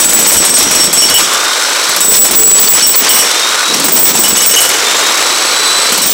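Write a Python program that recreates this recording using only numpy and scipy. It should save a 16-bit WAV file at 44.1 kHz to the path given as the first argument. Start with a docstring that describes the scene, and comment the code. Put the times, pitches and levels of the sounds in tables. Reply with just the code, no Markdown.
"""An electric demolition hammer breaks a concrete floor under a sheet roof, close to a mono microphone.
It starts pressed down: its striker hits the chisel some 25 times a second, steel rings, concrete cracks and thuds.
After 1.2 s it is lifted: it rattles nearly idle, the gear case growls and the motor whines upward.
Two more spells follow, from 2 and 3.8 s, each ending in a lift; a third begins at 6 s.
Modes make the ringing, shaped noise most of the rest; loud peaks overload the microphone stage."""
import sys
import numpy as np
from scipy import signal
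from scipy.fft import rfft, irfft, next_fast_len
from scipy.io import wavfile
from scipy.ndimage import uniform_filter1d, minimum_filter1d, map_coordinates

SR = 44100
rng = np.random.default_rng(int(sys.argv[2]) if len(sys.argv) > 2 else 0)


def put_to_file(sound):
    """Save the sound as 16-bit audio at rate SR, in the file named by the first command-line argument."""
    columns = np.atleast_2d(sound).T  # one column per channel
    safe = np.clip(columns, -1, 1)
    whole_steps = np.round(safe * 32767)
    wavfile.write(sys.argv[1], SR, whole_steps.astype(np.int16))


N = 270333

# striker blows, levels relative: start_s, crack_db, lengthwise_ring_db, bending_ring_db,
# prying (0-1: how far the blow levers the chisel sideways)
BLOWS = [(0.001, -13, -8, -10, 0.1), (0.044, -9.0, -10, -17, 0.1), (0.092, -12.0, -10, -19, 0.4),
         (0.132, -9, -2, -5, 0.1), (0.189, -7, -14, -10, 0.54), (0.226, -17, -11.5, -23, 0.6),
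         (0.267, -10, -1, -1, 0.43), (0.317, -1, -8, -7, 0.36), (0.367, -11, -6, -6.5, 0.6),
         (0.402, -30, -9, -14, 0.4), (0.449, -9, -14, -8, 0.0), (0.494, -15.0, -11, -7.5, 0.16),
         (0.54, -13, -7, -2, 0.0), (0.583, -8, -14, -7, 0.35), (0.625, -14, -12, -11.5, 0.8),
         (0.667, -26, -17, -15, 0.8), (0.712, -12, -15, -8, 0.5), (0.751, -12, -12, -8, 0.6),
         (0.798, -15.0, -8, -3.5, 0.7), (0.84, -13, -9, -10, 0.5), (0.879, -32.0, -25, -21, 0.8),
         (0.929, -7, -9, -16, 0), (0.973, -12.0, -9, -6.5, 0.7), (1.019, -5.5, -18.5, -0.5, 0.88),
         (1.052, -27, -14, -11.5, 0.68), (1.097, -10, -30, -13, 0.77), (1.141, -8, -5, -1, 0.65),
         (1.185, -10, -12, -16, 0.9), (1.222, -23, -15, -16, 0.8), (1.334, -15, -32, -19, 1.0),
         (1.893, -12.5, -28, -27, 0.8), (1.963, -10, -29, -24, 0.8), (2.005, -10, -5, -11, 0.3),
         (2.044, -19, -12, -10, 0.1), (2.082, -18, -2.5, -8, 0), (2.118, -13, -6, -3.5, 0.18),
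         (2.155, -8, -6, -5, 0.1), (2.19, -18, 1.5, 1, 0.03), (2.246, -7, -9, -10.5, 0.52),
         (2.31, -10.5, -27, -11, 0.3), (2.351, -18, -5, -2, 0.0), (2.394, -19, -3.5, -5, 0.1),
         (2.433, -8, -1.5, -4, 0), (2.473, -22, -3, -5, 0.1), (2.515, -13, -1.5, -11, 0.3),
         (2.553, -26, -1.5, -20, 0.2), (2.597, -10, -2, -0.5, 0.0), (2.64, -19, -5, -10, 0.4),
         (2.684, -13.0, -6, 0, 0.14), (2.736, -14, -7, -8, 0.47), (2.823, -14, -9, -4.5, 0.71),
         (2.866, -13, -6, -2.5, 0.03), (2.905, -25.0, -11, -12, 0.4), (2.955, -12, -4, 0, 0.0),
         (3.021, -17, -20, -26, 0.9), (3.091, -8.0, -7.5, -0.5, 0.57), (3.143, -17, -15, -1, 0.45),
         (3.189, -8, -14, -4.5, 0.6), (3.25, -18, -31, -18, 0.7), (3.744, -14, -38, -26, 0.7),
         (3.799, -12, -33, -35, 0.8), (3.842, -11, -18, -12, 0.2), (3.884, -9.5, -25, -16, 0.3),
         (3.92, -17, -26, -3, 0.02), (3.959, -18, -12, -5.5, 0.35), (3.99, -15.0, -20, -3, 0.12),
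         (4.03, -14, -13, 0.5, 0.04), (4.071, -24, -9.5, -8, 0.16), (4.152, -12, -13, -15, 0.5),
         (4.19, -16, -10, -6, 0.2), (4.235, -6, -14, -10, 0.75), (4.279, -18, -11, -10, 0.3),
         (4.325, -22, -11, -26, 0.5), (4.369, -11.5, -11, -11, 0.62), (4.417, -12, -12, -9.5, 0.59),
         (4.46, -10, -22, -4.5, 0.28), (4.51, -14, -17, -10, 0.56), (4.559, -0.5, -21, -0.5, 0.86),
         (4.604, -4, -30, -7.5, 0.61), (4.65, -12, -35, -16, 0.6), (4.691, -9, -32, -27, 0.8),
         (4.741, -17.0, -34, -23, 0.9), (5.922, -11, -26, -15, 0.7), (5.978, -9, -34, -22, 0.7),
         (6.018, -17, -26, -9.5, 0.5), (6.059, -17, -26, -9, 0.37), (6.095, -23, -32, -10, 0.2)]
# what the tip sits on: start_s, hardness (0-1, crumbled to solid),
# twist (0-1, from the chisel's flat side to its edge)
SEAT = [(0, 0.55, 1), (.14, .7, 0.8), (.28, 0.72, 0.4), (.5, 0.1, 0.25), (.66, 0, 0.84), (.8, 0.04, 0),
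        (1.06, 0.1, 0.07), (1.14, .9, 0.26), (1.25, .2, 0.5), (2.05, 0.64, .3), (2.74, 0.87, 0.64),
        (2.823, 0.2, 0), (2.87, 0.74, 0.1), (3.1, 0.91, 0.53), (3.25, 0.3, 0.6), (3.9, 0.74, 0.4),
        (4.46, 0.75, 0), (6.05, 0.8, 0.5)]
# the hammer is pressed on to the floor: start_s, end_s
PRESSED = [(0, 1.21), (1.97, 3.165), (3.84, 4.72), (6.0, 6.2)]
# spectrum of gears, bit and housing rattling: frequency_hz, relative density_db (per Hz)
RATTLE_SPECTRUM = [(30, -32), (110, -33), (200, -17.5), (310, -4.5), (470, 0.5), (730, -3.5), (1080, 1),
                   (1550, -1), (1700, -2), (2300, -1), (2650, -4), (5000, -5.5), (16000, -23)]
# spectrum of the rushing fan air: frequency_hz, relative density_db (per Hz)
AIR_SPECTRUM = [(1200, -21.5), (2600, -4), (3600, 2.5), (4450, -1), (4850, -1), (5400, 5.5), (6400, 2),
                (7000, -2), (7800, 3.5), (8600, -2.5), (9900, -6.5), (10800, -11), (13000, -15.5),
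                (15800, -17.5)]
# speeds the whine tends to when the hammer is lifted and when it is pressed down
FREE_HZ, LOADED_HZ = 4020, 3300


def amp(db):
    """Decibels to gain."""
    return 10 ** (np.asarray(db) / 20)


def unit(x):
    """Scale to rms 1."""
    return x / np.sqrt(np.mean(x ** 2) + 1e-20)


def along(points, hz):
    """(Hz, value) points read on a log frequency axis."""
    f, v = np.transpose(points)
    return np.interp(np.log(hz + 1), np.log(f + 1), v)


def curves(rows):
    """One value per sample for each column after the time."""
    s, *cols = np.transpose(rows)
    return [np.interp(np.arange(N) / SR, s, c) for c in cols]


def wobble(rate):
    """A smooth random curve, rate knots a second."""
    knots = rng.standard_normal(int(N * rate / SR) + 4)
    return map_coordinates(knots, [np.arange(N) * rate / SR])


def filtered(x, response):
    """x times a response of frequency."""
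    m = next_fast_len(N + 8192)
    return irfft(rfft(x, m) * response(np.fft.rfftfreq(m, 1 / SR)), m)[:N]


def coloured(x, spectrum):
    """x through a spectrum, at rms 1."""
    return unit(filtered(x, lambda hz: amp(along(spectrum, hz))))


def noise(spectrum):
    """Coloured noise of rms 1."""
    return coloured(rng.standard_normal(N), spectrum)


def resonate(x, hz, t60):
    """x through one decaying mode, cut off after a third of a second, at rms 1."""
    t = np.arange(SR // 3) / SR
    mode = amp(-60 * t / t60) * np.sin(2 * np.pi * hz * t)
    return unit(signal.fftconvolve(x, mode)[:N])


def add(track, s, sound):
    """Mix a sound into a track from time s on."""
    start = int(np.clip(round(s * SR), 0, N - 1))
    track[start:start + len(sound)] += sound[:N - start]


def during(start, end):
    """1 between two times, else 0."""
    t = np.arange(N) / SR
    return 1. * ((t >= start) & (t < end))


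def lagged(x, lag_s):
    """x followed with a lag."""
    keep = np.exp(-1 / (lag_s * SR))
    return x[0] + signal.lfilter([1 - keep], [1, -keep], x - x[0])


def bursts(levels, t60):
    """An envelope that leaps at every blow and dies away."""
    track, t = np.zeros(N), np.arange(SR // 4) / SR
    for blow, db in zip(BLOWS, levels):
        add(track, blow[0], amp(db - 60 * t / t60))
    return track


def load(lag_s=0.028):
    """Tends to 1 while the hammer is pressed down and to 0 while it runs free."""
    return lagged(sum(during(*span) for span in PRESSED), lag_s)


def speed(run_up_s=.34, sag_s=.27):
    """Pitch of the whine in Hz before flutter: it runs up when lifted and sags under load."""
    t, hz = np.arange(N) / SR, np.full(N, float(LOADED_HZ))
    for press, lift in PRESSED:
        for s, goal, lag in ((press, LOADED_HZ, sag_s), (lift, FREE_HZ, run_up_s)):
            after = t >= s
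            hz[after] = goal + (hz[after][:1] - goal) * np.exp((s - t[after]) / lag)
    return hz


def roof(x):
    """The sheet roof and walls answer after 10 ms with a tail of noise, its top treble dying first."""
    # decay of the space: frequency_hz, t60_s
    decay_times = [(200, 0.44), (2000, 0.73), (8000, 1), (15000, 0.087)]
    hz, t, z = signal.stft(rng.standard_normal(SR // 2), SR, nperseg=256)
    fading = amp(-60 * t / along(decay_times, hz)[:, None])
    tail = signal.istft(z * fading, SR, nperseg=256)[1]
    return signal.fftconvolve(np.pad(x, (SR // 100, 0)), tail / np.linalg.norm(tail))[:N]


def fan(stroke, pressed, jolts, air_db=-15.5, load_db=1, hard_db=-2.0):
    """Fan air rushes, swelling with the crank; the rush is a little weaker while the chisel is pressed on a
    hard seat."""
    on_hard_seat = pressed * curves(SEAT)[0]
    level = air_db + load_db * pressed + hard_db * on_hard_seat + jolts
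    return amp(level) * unit(amp(0.54 * stroke + 2.65 * wobble(300)) * noise(AIR_SPECTRUM))


def blade_hiss(phase, whine_hz, pressed, blade_db=-21, ratio=1.09, width_hz=350, power=9):
    """A narrow hiss from the fan blades rises and swells with the speed of the lifted hammer."""
    swell = (1 - pressed) * (whine_hz / FREE_HZ) ** power
    return amp(blade_db) * swell * unit(wobble(2 * width_hz) * np.sin(ratio * phase))


def gears(stroke, jolts, rattle_db=2, clatter_db=1.9):
    """Gears and bit rattle: noise that throbs with the crank and clatters unevenly."""
    # rattle before the overall gain: start_s, level_db
    rattle_levels = [(0, -19.5), (.7, -17), (1.3, -18.5), (1.9, -17.5), (2.2, -22.5), (2.9, -20),
                     (3.25, -15.5), (3.7, -19), (4.05, -20), (4.45, -20.5), (4.8, -15), (5.15, -15),
                     (5.35, -16.5), (5.9, -16), (6.13, -25.5)]
    level = rattle_db + curves(rattle_levels)[0] + jolts
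    clatter = amp(stroke + clatter_db * wobble(350)) * rng.standard_normal(N)
    return amp(level) * coloured(clatter, RATTLE_SPECTRUM)


def whine(phase, whine_db=1, side_db=-13):
    """The rotor sings a tone and its octave; weaker rotor tones glide along beside them."""
    # whine before the overall gain: start_s, level_db, octave_db
    whine_levels = [(0, -41, -35), (1.25, -28, -27), (1.52, -26, -32), (1.7, -29, -28), (1.9, -26, -32),
                    (2.1, -31, -36), (3.2, -35, -39), (3.45, -17.5, -35), (3.6, -28, -34), (3.71, -17, -34),
                    (3.8, -33, -38), (4.77, -36, -30), (4.84, -22.5, -24), (5.08, -18.5, -26),
                    (5.18, -25, -26), (5.55, -23.5, -23), (5.67, -16.5, -17.5), (6.13, -30, -24.5)]
    main, octave = curves(whine_levels)

    def tone(multiple, db):
        """One rotor tone of wavering strength."""
        return amp(whine_db + db) * unit(amp(2.7 * wobble(90)) * np.sin(multiple * phase))

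    neighbours = (.9, 1.11, 1.39)
    return tone(1, main) + tone(2, octave) + sum(tone(k, main + side_db) for k in neighbours)


def motor(gear_ratio=147, throb_db=1.08, second_db=0.4, jolt_db=2.5, drag=.0013, flutter=.0016):
    """The rotor turns the crank through gears: rattle and air throb with the crank, the whine follows the rotor."""
    whine_hz, pressed = speed(), load()
    crank = 2 * np.pi * np.cumsum(whine_hz / gear_ratio) / SR
    # in dB, swelling once per turn of the crank, a little unevenly
    stroke = throb_db * np.cos(crank) + second_db * np.cos(2 * crank + 1)
    # under load the machine jolts about
    jolts = jolt_db * pressed * wobble(35)
    # each compression stroke drags on the rotor, and its speed flutters a little
    uneven = 1 + drag * np.sin(crank) + flutter * wobble(160)
    phase = 2 * np.pi * np.cumsum(whine_hz * uneven) / SR
    air = fan(stroke, pressed, jolts) + blade_hiss(phase, whine_hz, pressed)
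    return air + gears(stroke, jolts) + whine(phase)


def gear_case(growl_db=0, tooth_db=3):
    """Uneven knocks of the gear teeth ring the case, which growls when the hammer runs free."""
    # lower and upper resonance of the case: frequency_hz, t60_s
    case_modes = [(1190, 0.0086), (1440, 0.034)]
    # growl before the overall gain: start_s, lower_resonance_db, upper_resonance_db
    growl_levels = [(0, -49, -31), (1.15, -32, -32), (1.35, -18, -25), (1.65, -27, -21.5), (2.0, -29, -29),
                    (3.1, -40, -47), (3.35, -27, -33), (3.62, -19, -24), (3.95, -36, -51), (4.8, -33, -27),
                    (5.2, -21.5, -42), (5.52, -28, -23), (5.85, -21, -36), (6.13, -42, -40)]
    knocks = np.diff(amp(tooth_db * wobble(450)) * rng.standard_normal(N), prepend=0)
    growl = np.zeros(N)
    for (hz, t60), db in zip(case_modes, curves(growl_levels)):
        growl += amp(db + growl_db) * resonate(knocks, hz, t60)
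    return growl


def ground(thud_db=3.0, shake_db=9, slab_lag_s=0.016, lumpy_db=4):
    """The blows thump and shake the floor; a loose slab hums in time with them."""
    # floor before the overall gains: start_s, thud_db, ground_shake_db
    floor_levels = [(0, -25.5, -41), (.65, -25.5, -40.5), (1.15, -29, -39.5), (1.65, -54, -55),
                    (1.85, -42, -60), (2.1, -28.5, -45), (2.35, -24, -42), (2.7, -30.5, -42),
                    (3.25, -33, -47), (3.38, -43, -60), (3.65, -45, -54), (3.71, -24.5, -55),
                    (4.25, -23.5, -39), (4.7, -38.5, -48), (5.85, -39, -50), (5.92, -28.5, -54),
                    (6.13, -30, -46)]
    # spectra of the thud and of the deeper shaking: frequency_hz, relative density_db (per Hz)
    thud_spectrum = [(40, -25), (100, -17.5), (135, -8), (165, -2), (280, -0.5), (450, -4.5), (800, -10.5),
                     (2000, -42)]
    shake_spectrum = [(12, -17), (28, 5), (50, -10), (90, -0.5), (200, -27), (600, -60)]
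    # a loose slab hums under the chisel: start_s, end_s, level_db
    slab_spans = [(2.05, 2.23, -22), (2.337, 2.687, -21.5)]
    # the slab's one mode: frequency_hz, t60_s
    slab_mode = (432, 0.83)
    thud, shake = curves(floor_levels)
    beat = unit(.5 + bursts(np.zeros(len(BLOWS)), t60=0.078))
    tremor = unit(amp(lumpy_db * wobble(16)) * beat * noise(shake_spectrum))
    loose = lagged(sum(amp(db) * during(start, end) for start, end, db in slab_spans), slab_lag_s)
    hum = loose * resonate(beat * rng.standard_normal(N), *slab_mode)
    return amp(thud + thud_db) * beat * noise(thud_spectrum) + amp(shake + shake_db) * tremor + hum


def squeaks(length_s=0.0062, squeak_db=6, waver=0.017, rough_db=0, rough_s=0.0077):
    """The steel squeaks or the bit rattles: short wavering tones, each in a brief swell of rough noise."""
    # tones before waver and overall gain: middle_s, pitch_hz, level_db
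    squeak_list = [(.125, 6800, -22), (.263, 6760, -19), (.572, 6900, -12), (1.092, 4500, -15),
                   (2.468, 4600, -23), (2.507, 4650, -23), (2.59, 4540, -15), (2.678, 4560, -14.5),
                   (2.816, 4450, -17), (2.946, 4420, -16.5), (3.085, 4620, -16), (3.743, 5660, -13),
                   (4.145, 7400, -17), (4.365, 6400, -15), (4.41, 6300, -13), (4.5, 6350, -17),
                   (4.548, 6420, -2), (4.592, 6500, -9), (4.74, 6350, -17), (4.97, 6660, -21),
                   (4.995, 6700, -18), (5.07, 6700, -19)]
    track, t = np.zeros(N), np.arange(SR // 25) / SR
    middle = t.mean()
    shake, rough = wobble(460), noise(RATTLE_SPECTRUM) + noise(AIR_SPECTRUM)
    for s, hz, db in squeak_list:
        now = int(s * SR) + np.arange(len(t))
        turns = np.cumsum(hz * (1 + waver * shake[now])) / SR
        tone = np.exp(-((t - middle) / length_s) ** 2) * np.sin(2 * np.pi * turns)
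        swell = np.exp(-((t - middle) / rough_s) ** 2) * rough[now]
        add(track, s - middle, amp(db + squeak_db) * tone)
        add(track, s - middle, amp(db + rough_db) * swell)
    return track


def concrete(snap_db=6, crumble_db=3, grit_db=-1.0, bite=0.72, full_ring_db=-12, knock_db=0, knock_t60=0.047):
    """Each blow cracks the concrete and knocks the housing; gritty crumbling follows, less after a weak ring."""
    # spectrum of breaking concrete: frequency_hz, relative density_db (per Hz)
    crack_spectrum = [(200, -35), (600, 5.5), (1500, -5), (3000, -1), (5500, -0.5), (7800, 12.5), (9600, 3),
                      (11000, 5.5), (13000, 4), (15800, -4.5)]
    cracks = np.array([blow[1] for blow in BLOWS])
    # a ring below full strength means a shallower bite
    shortfall = np.minimum(ringing().max(axis=1) - full_ring_db, 0)
    snap = bursts(cracks + snap_db, t60=0.034) * noise(crack_spectrum)
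    knock = bursts(cracks + knock_db, t60=knock_t60) * noise(RATTLE_SPECTRUM)
    crumble = bursts(cracks + crumble_db + bite * shortfall, t60=0.14) * noise(crack_spectrum)
    return snap + knock + crumble * unit(amp(grit_db * wobble(700)))


def ringing():
    """Level in dB of each mode family (columns) per blow (rows); bending families share the bending energy."""
    # bending families from low to high: base_db, full_prying_db, solid_seat_db
    mode_shares = [(-43.5, 52.5, -1.5), (4.5, 10, -31), (13, -10.5, -22), (-6, -7.5, -4.5),
                   (-28.5, -41, 46.5)]
    s, _, lengthwise, bending, prying = np.transpose(BLOWS)
    base, per_prying, per_hardness = np.transpose(mode_shares)
    hardness = np.interp(s, *np.transpose(SEAT)[:2])
    share = amp(base + np.outer(prying, per_prying) + np.outer(hardness, per_hardness))
    share_db = 20 * np.log10(share / np.linalg.norm(share, axis=1, keepdims=True))
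    return np.column_stack([bending[:, None] + share_db, lengthwise])


def chisel(ring_db=6.5, rise=0.0048, detune=0.00137, choke_t60=0.017, free_s=0.083, build_s=0.0042,
           chatter_db=2, scatter=0.054, uneven_db=1.77):
    """Each blow rings the steel bar until the next blow, or the concrete, chokes it."""
    # modes before detuning and choking: pitch_hz, relative level_db, t60_s,
    # family (0-4 bending from low to high, 5 lengthwise), full_twist_db (gain at full twist)
    chisel_modes = [(2953, 0, .2, 0, -6), (3140, -12, .17, 0, 12), (5484, 2, .25, 1, -10),
                    (5765, -11, .22, 1, 15), (8426, 0, .22, 2, -8), (8773, -12.5, .18, 2, 12),
                    (11756, -2.5, .22, 3, -8), (12112, -11, .15, 3, 12), (15221, 0, .22, 4, -6),
                    (15528, -10, .2, 4, 10), (14615, -20, .15, 4, 0), (7835, -1.5, .27, 5, 0),
                    (15668, -15, .15, 5, 0)]
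    track, t = np.zeros(N), np.arange(SR // 10) / SR
    times = [blow[0] for blow in BLOWS]
    gaps = np.minimum(np.diff(times, append=N / SR + 1), free_s)
    rings, twist = ringing(), curves(SEAT)[1]
    # the pitch creeps up as the tip is pressed back on to the floor
    glide = 1 + rise * np.minimum(t / free_s, 1) ** 5
    for hz, db, t60, family, twist_db in chisel_modes:
        # the bit chatters in its holder, which roughens the size and phase of every mode
        chatter, slip = np.pad([wobble(220), wobble(500)], [(0, 0), (0, len(t))])
        chances = rng.standard_normal((len(BLOWS), 3))
        for s, ring, gap, (size, tune, phase) in zip(times, rings, gaps, chances):
            now = abs(int(s * SR)) + np.arange(len(t))
            decay = amp(-60 * (t / t60 + np.maximum(t - gap, 0) / choke_t60))
            life = (1 - np.exp(-t / build_s)) * decay
            turns = np.cumsum(hz * (1 + detune * tune) * glide) / SR + phase + scatter * slip[now]
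            level = ring_db + ring[round(family)] + db + twist_db * twist[now[0]]
            level = level + uneven_db * size + chatter_db * chatter[now]
            add(track, s, life * amp(level) * np.sin(2 * np.pi * turns))
    return track


def scene(roof_db=-19):
    """The hammer at work, alike in both channels; the roof answers the chisel and the concrete."""
    work = squeaks() + concrete() + chisel()
    sound = amp(roof_db) * roof(work) + motor() + gear_case() + ground() + work
    return np.array([sound, sound])


def limiter(x, ceiling=2.15, hold_s=0.006):
    """Pulls the gain down around every peak above the ceiling."""
    size = max(int(hold_s * SR), 3) | 1
    needed = np.minimum(1, ceiling / (np.abs(x).max(axis=0) + 1e-9))
    return x * uniform_filter1d(minimum_filter1d(needed, size), size)


def overload(x, top=.72, hardness=5):
    """The microphone stage rounds off the loudest peaks."""
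    # at twice the rate, so that the overtones do not fold back
    fine = signal.resample_poly(x, 2, 1)
    rounded = fine / (1 + np.abs(fine / top) ** hardness) ** (1 / hardness)
    return signal.resample_poly(rounded, 1, 2)


def record(dry, drive_db=1, low_cut_hz=130, low_floor=0.33, top_hz=15830):
    """A limiter, an overloaded input, a bass shelf and the band limit."""
    def response(hz):
        """Gain falls to low_floor in the bass and to nothing from top_hz up."""
        shelf = low_floor + (1 - low_floor) * hz ** 4 / (hz ** 4 + low_cut_hz ** 4)
        return shelf * (hz < top_hz)

    return np.array([filtered(overload(x), response) for x in limiter(dry * amp(drive_db))])


dry = scene()
out = record(dry)
put_to_file(out)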